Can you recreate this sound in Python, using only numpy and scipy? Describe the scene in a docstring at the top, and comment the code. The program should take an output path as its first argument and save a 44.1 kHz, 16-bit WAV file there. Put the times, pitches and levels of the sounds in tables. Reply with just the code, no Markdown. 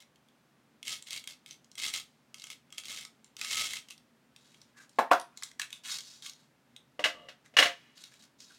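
"""A desk in a small, faintly humming room, one microphone close by. For four seconds sequins are shaken
from a small jar into a paper pocket in short slides, each impact clicking and ringing jar and pocket.
Near 5 s the jar knocks down on the desk mat and a few last sequins tick. Paper fibres slip and creases
snap as a bone folder is drawn out of the pocket. From 7 s the folder taps, slides and clatters to rest,
ringing itself and the desk; then the paper rustles again."""
import sys
import numpy as np
from scipy import signal
from scipy.fft import rfft, irfft
from scipy.io import wavfile
from scipy.ndimage import uniform_filter1d

SR = 44100
rng = np.random.default_rng(int(sys.argv[2]) if len(sys.argv) > 2 else 0)


def file_out(sig):
    """Save sig as 16-bit WAV at sys.argv[1]."""
    # one column per channel
    cols = np.atleast_2d(sig).T
    # limit, then scale
    lim = np.clip(cols, -1, 1)
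    pcm = np.round(lim * 32767).astype(np.int16)
    wavfile.write(sys.argv[1], SR, pcm)


N = 378730

# spectral outlines: f/Hz, level/dB
HUM_SPECTRUM = [(12, -85), (20, -63.5), (48, -41), (72, -15.5), (107, -22.5), (130, -6), (198, -12),
                (234, -5), (310, -14), (410, -17), (1660, -22.5), (3740, -29), (16000, -42)]
CLICK_SPECTRUM = [(12, -82.5), (20, -15.5), (1090, -28.5), (1260, -27.5), (1570, -23.5), (2200, -3),
                  (2390, -13.5), (3340, -2.5), (7730, -9), (16000, -27.5)]
JAR_CLATTER_SPECTRUM = [(60, -53), (200, -21), (500, -4.5), (1100, -2), (2500, -19.5), (5000, -30.5),
                        (16000, -43.5)]
FOLDER_CLATTER_SPECTRUM = [(100, -45), (700, -10.5), (1700, 0), (3300, -1.5), (6000, -10.5), (16000, -33)]
FIBRE_SPECTRUM = [(100, -42.5), (1500, -17), (3500, 4), (7000, 2.0), (16000, -22)]
# ringing modes: f/Hz, level/dB, t60/s
DESK_MODES = [(304, -14, 0.16), (540.4, 2, 0.1), (610, 2.5, 0.084), (696, -1.5, 0.17), (932, -3, 0.079),
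              (1184, 5.5, 0.02)]
FOLDER_MODES = [(1665, -11.5, 0.077), (1763, 1.5, 0.036), (2016, 3.5, 0.044), (2900, -1, 0.04),
                (2901, 8, 0.028), (3107, -5.5, 0.037), (3720, -13, 0.019)]
JAR_ON_MAT_MODES = [(330.6, -21.5, .06), (471.8, -24.5, 0.056), (568, -14.5, 0.061), (695, -12, 0.11),
                    (910.4, 0, 0.093), (990, -9, 0.031), (1140, -15.5, 0.013)]
JAR_WALL_MODES = [(1270, -9, 0.0051), (2323, 0.5, 0.0088)]
JAR_AND_POCKET_MODES = [(2162, -1.5, 0.018), (2640, -4, 0.012), (3070, -0.5, 0.019), (7640, -11.5, 0.072)]
MOUTH_AIR_MODE = [(1281, -14, 0.09)]
# fingertips squeaking: middle t/s, level/dB, f/Hz, half-width/s
FINGER_SQUEAKS = [(4.795, -56.5, 1622, 0.0434), (8.51, -60.5, 1560, 0.019)]
# paper and fingers rubbing: start t/s, length/s, level/dB, centre f/Hz
PAPER_RUBS = [(4.35, 0.43, -66.5, 4080), (4.762, 0.11, -56.5, 1770), (4.892, 0.16, -72, 4500),
              (5.36, 0.086, -64, 5800), (5.406, 0.13, -59.5, 4900), (5.592, 0.069, -43, 2250),
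              (5.71, 0.098, -55, 3780), (5.835, 0.15, -40.5, 3650), (5.876, 0.14, -39, 4906),
              (5.967, 0.3, -54.5, 5500), (6.221, .1, -47.5, 4700), (6.3, 0.2, -67.5, 4460),
              (7.444, 0.049, -61.5, 1966), (7.951, 0.18, -56.5, 4300), (8.1, .11, -63.5, 4066),
              (8.19, 0.092, -58.5, 4600), (8.383, 0.11, -58, 5830), (8.462, 0.17, -60, 4250)]
# paper creases snapping: t/s, level/dB, ring f/Hz
CREASE_SNAPS = [(4.3624, -36.5, 3670), (4.544, -44.5, 3630), (4.616, -40.5, 6000), (4.8936, -48, 8400),
                (5.3737, -32, 7120), (5.4237, -28.5, 2000), (5.4338, -23.5, 7360), (5.514, -41.5, 2000),
                (5.5963, -18, 1840), (5.6165, -21, 3950), (5.7044, -38, 3320), (5.7282, -27, 3680),
                (5.8496, -32, 3800), (5.9855, -27.5, 6000), (6.0062, -28, 6600), (6.2228, -36, 3770),
                (6.2625, -28.5, 3950), (6.2958, -27.5, 6670), (6.334, -39, 6600), (6.763, -35.5, 3890),
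                (7.46, -44.5, 1900), (7.9778, -40.5, 4900), (8.0381, -32.5, 5500), (8.12, -49, 1716),
                (8.1394, -44, 2523), (8.4033, -35, 6300)]
# folder sliding over the desk: start t/s, length/s, level/dB
FOLDER_SLIDE = [(7.12, .22, -54.5)]
# folder touching the desk: t/s, level/dB, relative desk level/dB
FOLDER_BLOWS = [(6.9927, -28, -0.5), (7.0399, -13.5, -22.5), (7.0475, -26, -37), (7.0553, -15.5, -10.5),
                (7.286, -37, -9.5), (7.5388, -48, -3), (7.5675, -7.5, -19.5), (7.5863, -3, -17.5),
                (7.5969, -11.5, -7), (7.6251, -9, -11), (7.657, -19, -9.5)]
# jar base meeting the mat: t/s, level/dB, relative wall level/dB
JAR_BLOWS = [(4.986, -15, -22.5), (5.109, -33.5, 0.5), (5.113, -11.5, -5)]
# single sequins striking jar or pocket: t/s, level/dB, ring f/Hz
SEQUIN_HITS = [(0.1582, -52, 3240), (0.2854, -52.5, 3520), (0.8287, -27.5, 3560), (0.8606, -43, 2980),
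               (0.8796, -22, 3120), (1.024, -32.5, 7650), (1.0716, -55, 3340), (1.107, -28, 3570),
               (1.1305, -25.5, 6300), (1.1759, -29, 4600), (1.2402, -34, 3370), (1.2742, -26, 3500),
               (1.4612, -33, 3570), (1.5092, -30, 6470), (1.6448, -47, 6450), (1.7157, -37.5, 6640),
               (1.7541, -36, 3370), (1.781, -26, 3400), (1.9382, -21, 4140), (2.3432, -27.5, 3320),
               (2.3841, -45, 4770), (2.3971, -37, 6240), (2.4196, -35, 4790), (2.44, -29, 3230),
               (2.4695, -35, 3240), (2.5019, -28, 3520), (2.7039, -45.5, 3370), (2.7249, -32.5, 3370),
               (2.7812, -23.5, 3430), (2.8361, -34, 2220), (2.846, -36.5, 4500), (2.8551, -29, 3340),
               (2.9164, -26, 3400), (3.0506, -30, 2230), (3.2442, -42.5, 7250), (3.3669, -31.5, 3550),
               (3.3909, -39, 3350), (3.4133, -20, 2460), (3.4472, -21, 2270), (3.4871, -30.5, 7470),
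               (3.532, -21, 3300), (3.7346, -23, 2080), (3.769, -25.5, 2430), (3.8857, -38, 3280),
               (3.9067, -31.5, 2860), (3.9785, -42, 5600), (5.1327, -24, 6430), (5.1985, -29, 9600),
               (5.2135, -35.5, 9700)]
# sequins sliding from the jar: start t/s, length/s, level/dB
SEQUIN_SLIDES = [(-.03, 0.073, -53.5), (.845, 0.16, -41.5), (1.06, 0.066, -50.5), (1.1, 0.11, -40.5),
                 (1.27, 0.083, -50), (1.46, 0.11, -55), (1.775, 0.054, -42.5), (1.81, .12, -37.5),
                 (1.925, .1, -38.5), (2.35, 0.21, -57.5), (2.495, 0.049, -45.5), (2.72, 0.062, -58.5),
                 (2.775, 0.038, -46), (2.84, .25, -44.5), (3.24, 0.084, -69.5), (3.38, 0.19, -43),
                 (3.48, 0.25, -34.5), (3.68, 0.14, -43), (3.885, 0.057, -52.5)]

HUM_DB, ROOM_DB, LATE_DB = -66, -6, -30.5
ROOM_T60_S, ROOM_TREBLE_T60_S, LATE_T60_S = 0.29, 0.23, 0.97
SLIDE_SHAPE, RUB_SHAPE = (0.81, 1.42), (0.7, 1.4)  # exponents of a swell's rise and fall
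BOTTOM_HZ, TOP_HZ = 40, 16000


def undb(db):
    """Gain of a level in dB."""
    return 10 ** (np.asarray(db) / 20)


def unit(x):
    """Scale to rms 1."""
    return x / np.sqrt(np.mean(x ** 2))


def peak(x):
    """Scale to peak 1."""
    return x / np.abs(x).max()


def add(out, s, sound):
    """Mix a sound in at time s."""
    i = int(s * SR)
    sound = sound[max(-i, 0):N - i]
    out[max(i, 0):max(i, 0) + len(sound)] += sound


def colour(x, spectrum):
    """Causal filter with the given spectral outline, from the cepstrum of the log gain."""
    hz, db = np.transpose(spectrum)
    size = 2 ** 12
    bin_hz = np.arange(size // 2 + 1) * SR / size
    gain_db = np.interp(np.log(bin_hz + 1), np.log(hz), db)
    cepstrum = irfft(gain_db * np.log(10) / 20)
    cepstrum[1:size // 2] *= 2
    cepstrum[size // 2 + 1:] = 0
    return signal.fftconvolve(x, irfft(np.exp(rfft(cepstrum))))[:len(x)]


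def thin(x):
    """Small, light things radiate no bass."""
    return signal.sosfilt(signal.butter(3, 1200, "high", fs=SR, output="sos"), x)


def resonate(x, hz, t60):
    """One damped mode driven by x."""
    pole = np.exp(2j * np.pi * hz / SR) * 1000 ** (-1 / (t60 * SR))
    return signal.lfilter([1], [1, -pole], x).imag


def ring(modes, contact_s, scatter_db=2.0, detune=0.015):
    """The modes take random shares of a short push; peak 1."""
    t = np.arange(SR // 4) / SR
    ringing = 0
    for hz, db, t60 in modes:
        gain = undb(db + scatter_db * rng.standard_normal())
        tuned_hz = hz * (1 + detune * rng.standard_normal())
        ringing += gain * np.sin(2 * np.pi * tuned_hz * t) * 1000 ** (-t / t60)
    return peak(ringing * (1 - np.exp(-t / contact_s)))


def burst(t60, rise_s):
    """Noise that rises fast and dies away: modes too dense to tell apart."""
    t = np.arange(SR // 8) / SR
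    return rng.standard_normal(len(t)) * 1000 ** (-t / t60) * (1 - np.exp(-t / rise_s))


def grains(per_s, spread_db, t60):
    """Random impacts, many small and a few large, each a brief scratch of noise; rms 1."""
    sizes = undb(spread_db * np.minimum(rng.standard_exponential(N), 3))
    impacts = sizes * (rng.random(N) < per_s / SR)
    power = signal.lfilter([1], [1, -1000 ** (-2 / (t60 * SR))], impacts ** 2)
    return unit(np.sqrt(power) * rng.standard_normal(N))


def swells(table, rise, fall):
    """Amplitude over time of each row: a quick rise, then a slower run-out."""
    out = np.zeros((len(table), N))
    for row, (start, length, db, *_) in zip(out, table):
        progress = np.linspace(0, 1, int(length * SR))
        add(row, start, undb(db) * peak(progress ** rise * (1 - progress) ** fall))
    return out


def clicks(table, t60, ring_cycles, ring_db):
    """Lone clicks: a dry crack of a few milliseconds with one short ring."""
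    out = np.zeros(N)
    for s, db, hz in table:
        noise = burst(t60, rise_s=0.00024)
        crack = peak(colour(noise, CLICK_SPECTRUM))
        ringing = peak(resonate(noise, hz, ring_cycles / hz))
        add(out, s, undb(db) * peak(crack + undb(ring_db) * ringing))
    return thin(out)


def blows(table, modes, other_modes, clatter_spectrum, contact_s, clatter_db, clatter_t60):
    """A hard thing lands: two sets of modes, balanced blow by blow, and a dense clatter."""
    out = np.zeros(N)
    for s, db, other_db in table:
        add(out, s, undb(db) * ring(modes, contact_s))
        add(out, s, undb(db + other_db) * ring(other_modes, contact_s))
        clatter = colour(burst(clatter_t60, rise_s=0.0009), clatter_spectrum)
        add(out, s, undb(db + clatter_db) * peak(clatter))
    return out


def room_tone():
    """Low hum and hiss behind everything; the level wavers a little."""
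    drift = uniform_filter1d(rng.standard_normal(N), SR // 8)
    waver_db = 0.3 * unit(uniform_filter1d(drift, SR // 8))
    return unit(colour(rng.standard_normal(N), HUM_SPECTRUM)) * undb(HUM_DB + waver_db)


def reflections(x):
    """Desk and nearby walls throw the sound back to the microphone; the treble dies sooner."""
    t = np.arange(SR // 2) / SR
    noise = rng.standard_normal(len(t))
    low = signal.sosfilt(signal.butter(1, 3000, fs=SR, output="sos"), noise)
    tail = low * 1000 ** (-t / ROOM_T60_S) + (noise - low) * 1000 ** (-t / ROOM_TREBLE_T60_S)
    tail *= (1 - np.exp(-t / 0.0018)) * np.exp(-(t / 0.14) ** 2)  # quick build-up, ever faster fade
    tail += undb(LATE_DB) * thin(noise[::-1]) * 1000 ** (-t / LATE_T60_S)  # a faint echo stays on
    return signal.fftconvolve(x, tail / np.linalg.norm(tail))[:N]


def finger_squeaks():
    """Fingertips squeak softly over a smooth face: short swells of noise in a hollow resonance."""
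    t = np.arange(N) / SR
    noise = rng.standard_normal(N)
    out = np.zeros(N)
    for s, db, hz, half_width in FINGER_SQUEAKS:
        hollow = resonate(resonate(noise, hz, t60=.012), hz, t60=.012)
        out += undb(db) * np.exp(-2 * ((t - s) / half_width) ** 2) * unit(hollow)
    return out


def paper_rustle():
    """Dense slips of paper fibres: a broad scratch, and a hump where the gripped sheet resonates."""
    rubs = swells(PAPER_RUBS, *RUB_SHAPE)
    centre_hz = np.array(PAPER_RUBS)[rubs.argmax(axis=0), 3]  # follows the strongest rub
    slips = grains(per_s=810, spread_db=2.5, t60=0.024)
    hump = 0
    for hz in 1300 * 2 ** (np.arange(13) / 5):
        octaves_off = np.abs(np.log2(hz / centre_hz))
        hump += undb(-22 * octaves_off) * unit(resonate(slips, hz, t60=28 / hz))
    scratch = undb(-1) * unit(colour(slips, FIBRE_SPECTRUM))
    return np.linalg.norm(rubs, axis=0) * unit(thin(unit(hump) + scratch))


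def paper_creases():
    """Creases in the pocket snap, each with a brief ring."""
    return clicks(CREASE_SNAPS, t60=0.017, ring_cycles=15, ring_db=-1.5)


def folder_scrape():
    """The sliding folder rubs its own modes and all but the lowest of the desk's."""
    slips = grains(per_s=1400, spread_db=3, t60=0.0043)
    desk = sum(undb(db) * unit(resonate(slips, hz, t60)) for hz, db, t60 in DESK_MODES[1:])
    folder = sum(undb(db) * unit(resonate(slips, hz, t60)) for hz, db, t60 in FOLDER_MODES)
    return swells(FOLDER_SLIDE, *RUB_SHAPE)[0] * unit(desk + undb(-5) * folder)


def folder_taps():
    """The bone folder rings brightly as it lands, and the desk thuds under it."""
    return blows(FOLDER_BLOWS, FOLDER_MODES, DESK_MODES, FOLDER_CLATTER_SPECTRUM,
                 contact_s=0.00067, clatter_db=-2.4, clatter_t60=0.12)


def jar_knocks():
    """The jar's base knocks on the mat, and its wall rings briefly."""
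    return blows(JAR_BLOWS, JAR_ON_MAT_MODES, JAR_WALL_MODES, JAR_CLATTER_SPECTRUM,
                 contact_s=0.0012, clatter_db=6, clatter_t60=0.093)


def sequin_ticks():
    """Single sequins click, and each click sounds the air in the jar mouth."""
    ticks = clicks(SEQUIN_HITS, t60=0.011, ring_cycles=27, ring_db=-4)
    hz, _, t60 = MOUTH_AIR_MODE[0]
    mouth_air = ticks.std() * unit(resonate(ticks, hz, t60))
    return ticks + undb(-22.5) * mouth_air


def sequin_slides():
    """A patter of sequins: every impact clicks and shakes each mode of jar and pocket by its own amount."""
    flow = np.linalg.norm(swells(SEQUIN_SLIDES, *SLIDE_SHAPE), axis=0)
    fullness = flow / flow.max()
    hits = grains(per_s=860 * np.maximum(fullness, .01) ** 0.19, spread_db=3, t60=0.009)

    def shaken(modes):
        return sum(undb(db) * unit(resonate(hits * rng.standard_normal(N), hz, t60))
                   for hz, db, t60 in modes)

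    patter = unit(colour(hits, CLICK_SPECTRUM)) + undb(-9) * shaken(JAR_AND_POCKET_MODES)
    mouth_air = fullness ** 0.93 * shaken(MOUTH_AIR_MODE)  # a fuller stream stirs it more
    return flow * (unit(patter) + mouth_air)


def scene():
    """Everything on the desk is close to the microphone, with the room behind it; mono."""
    close = sequin_slides() + paper_rustle() + folder_scrape() + finger_squeaks()
    close += sequin_ticks() + paper_creases() + jar_knocks() + folder_taps()
    return (close + undb(ROOM_DB) * reflections(close) + room_tone())[None]


def record(dry):
    """The recorder rounds the loudest peaks, thins the deep bass and cuts the top."""
    rounded = np.tanh(1.213 * dry) / 1.428
    thinned = signal.sosfilt(signal.butter(1, BOTTOM_HZ, "high", fs=SR, output="sos"), rounded)
    return signal.sosfilt(signal.ellip(10, .2, 70, TOP_HZ, fs=SR, output="sos"), thinned)


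dry = scene()
out = record(dry)
file_out(out)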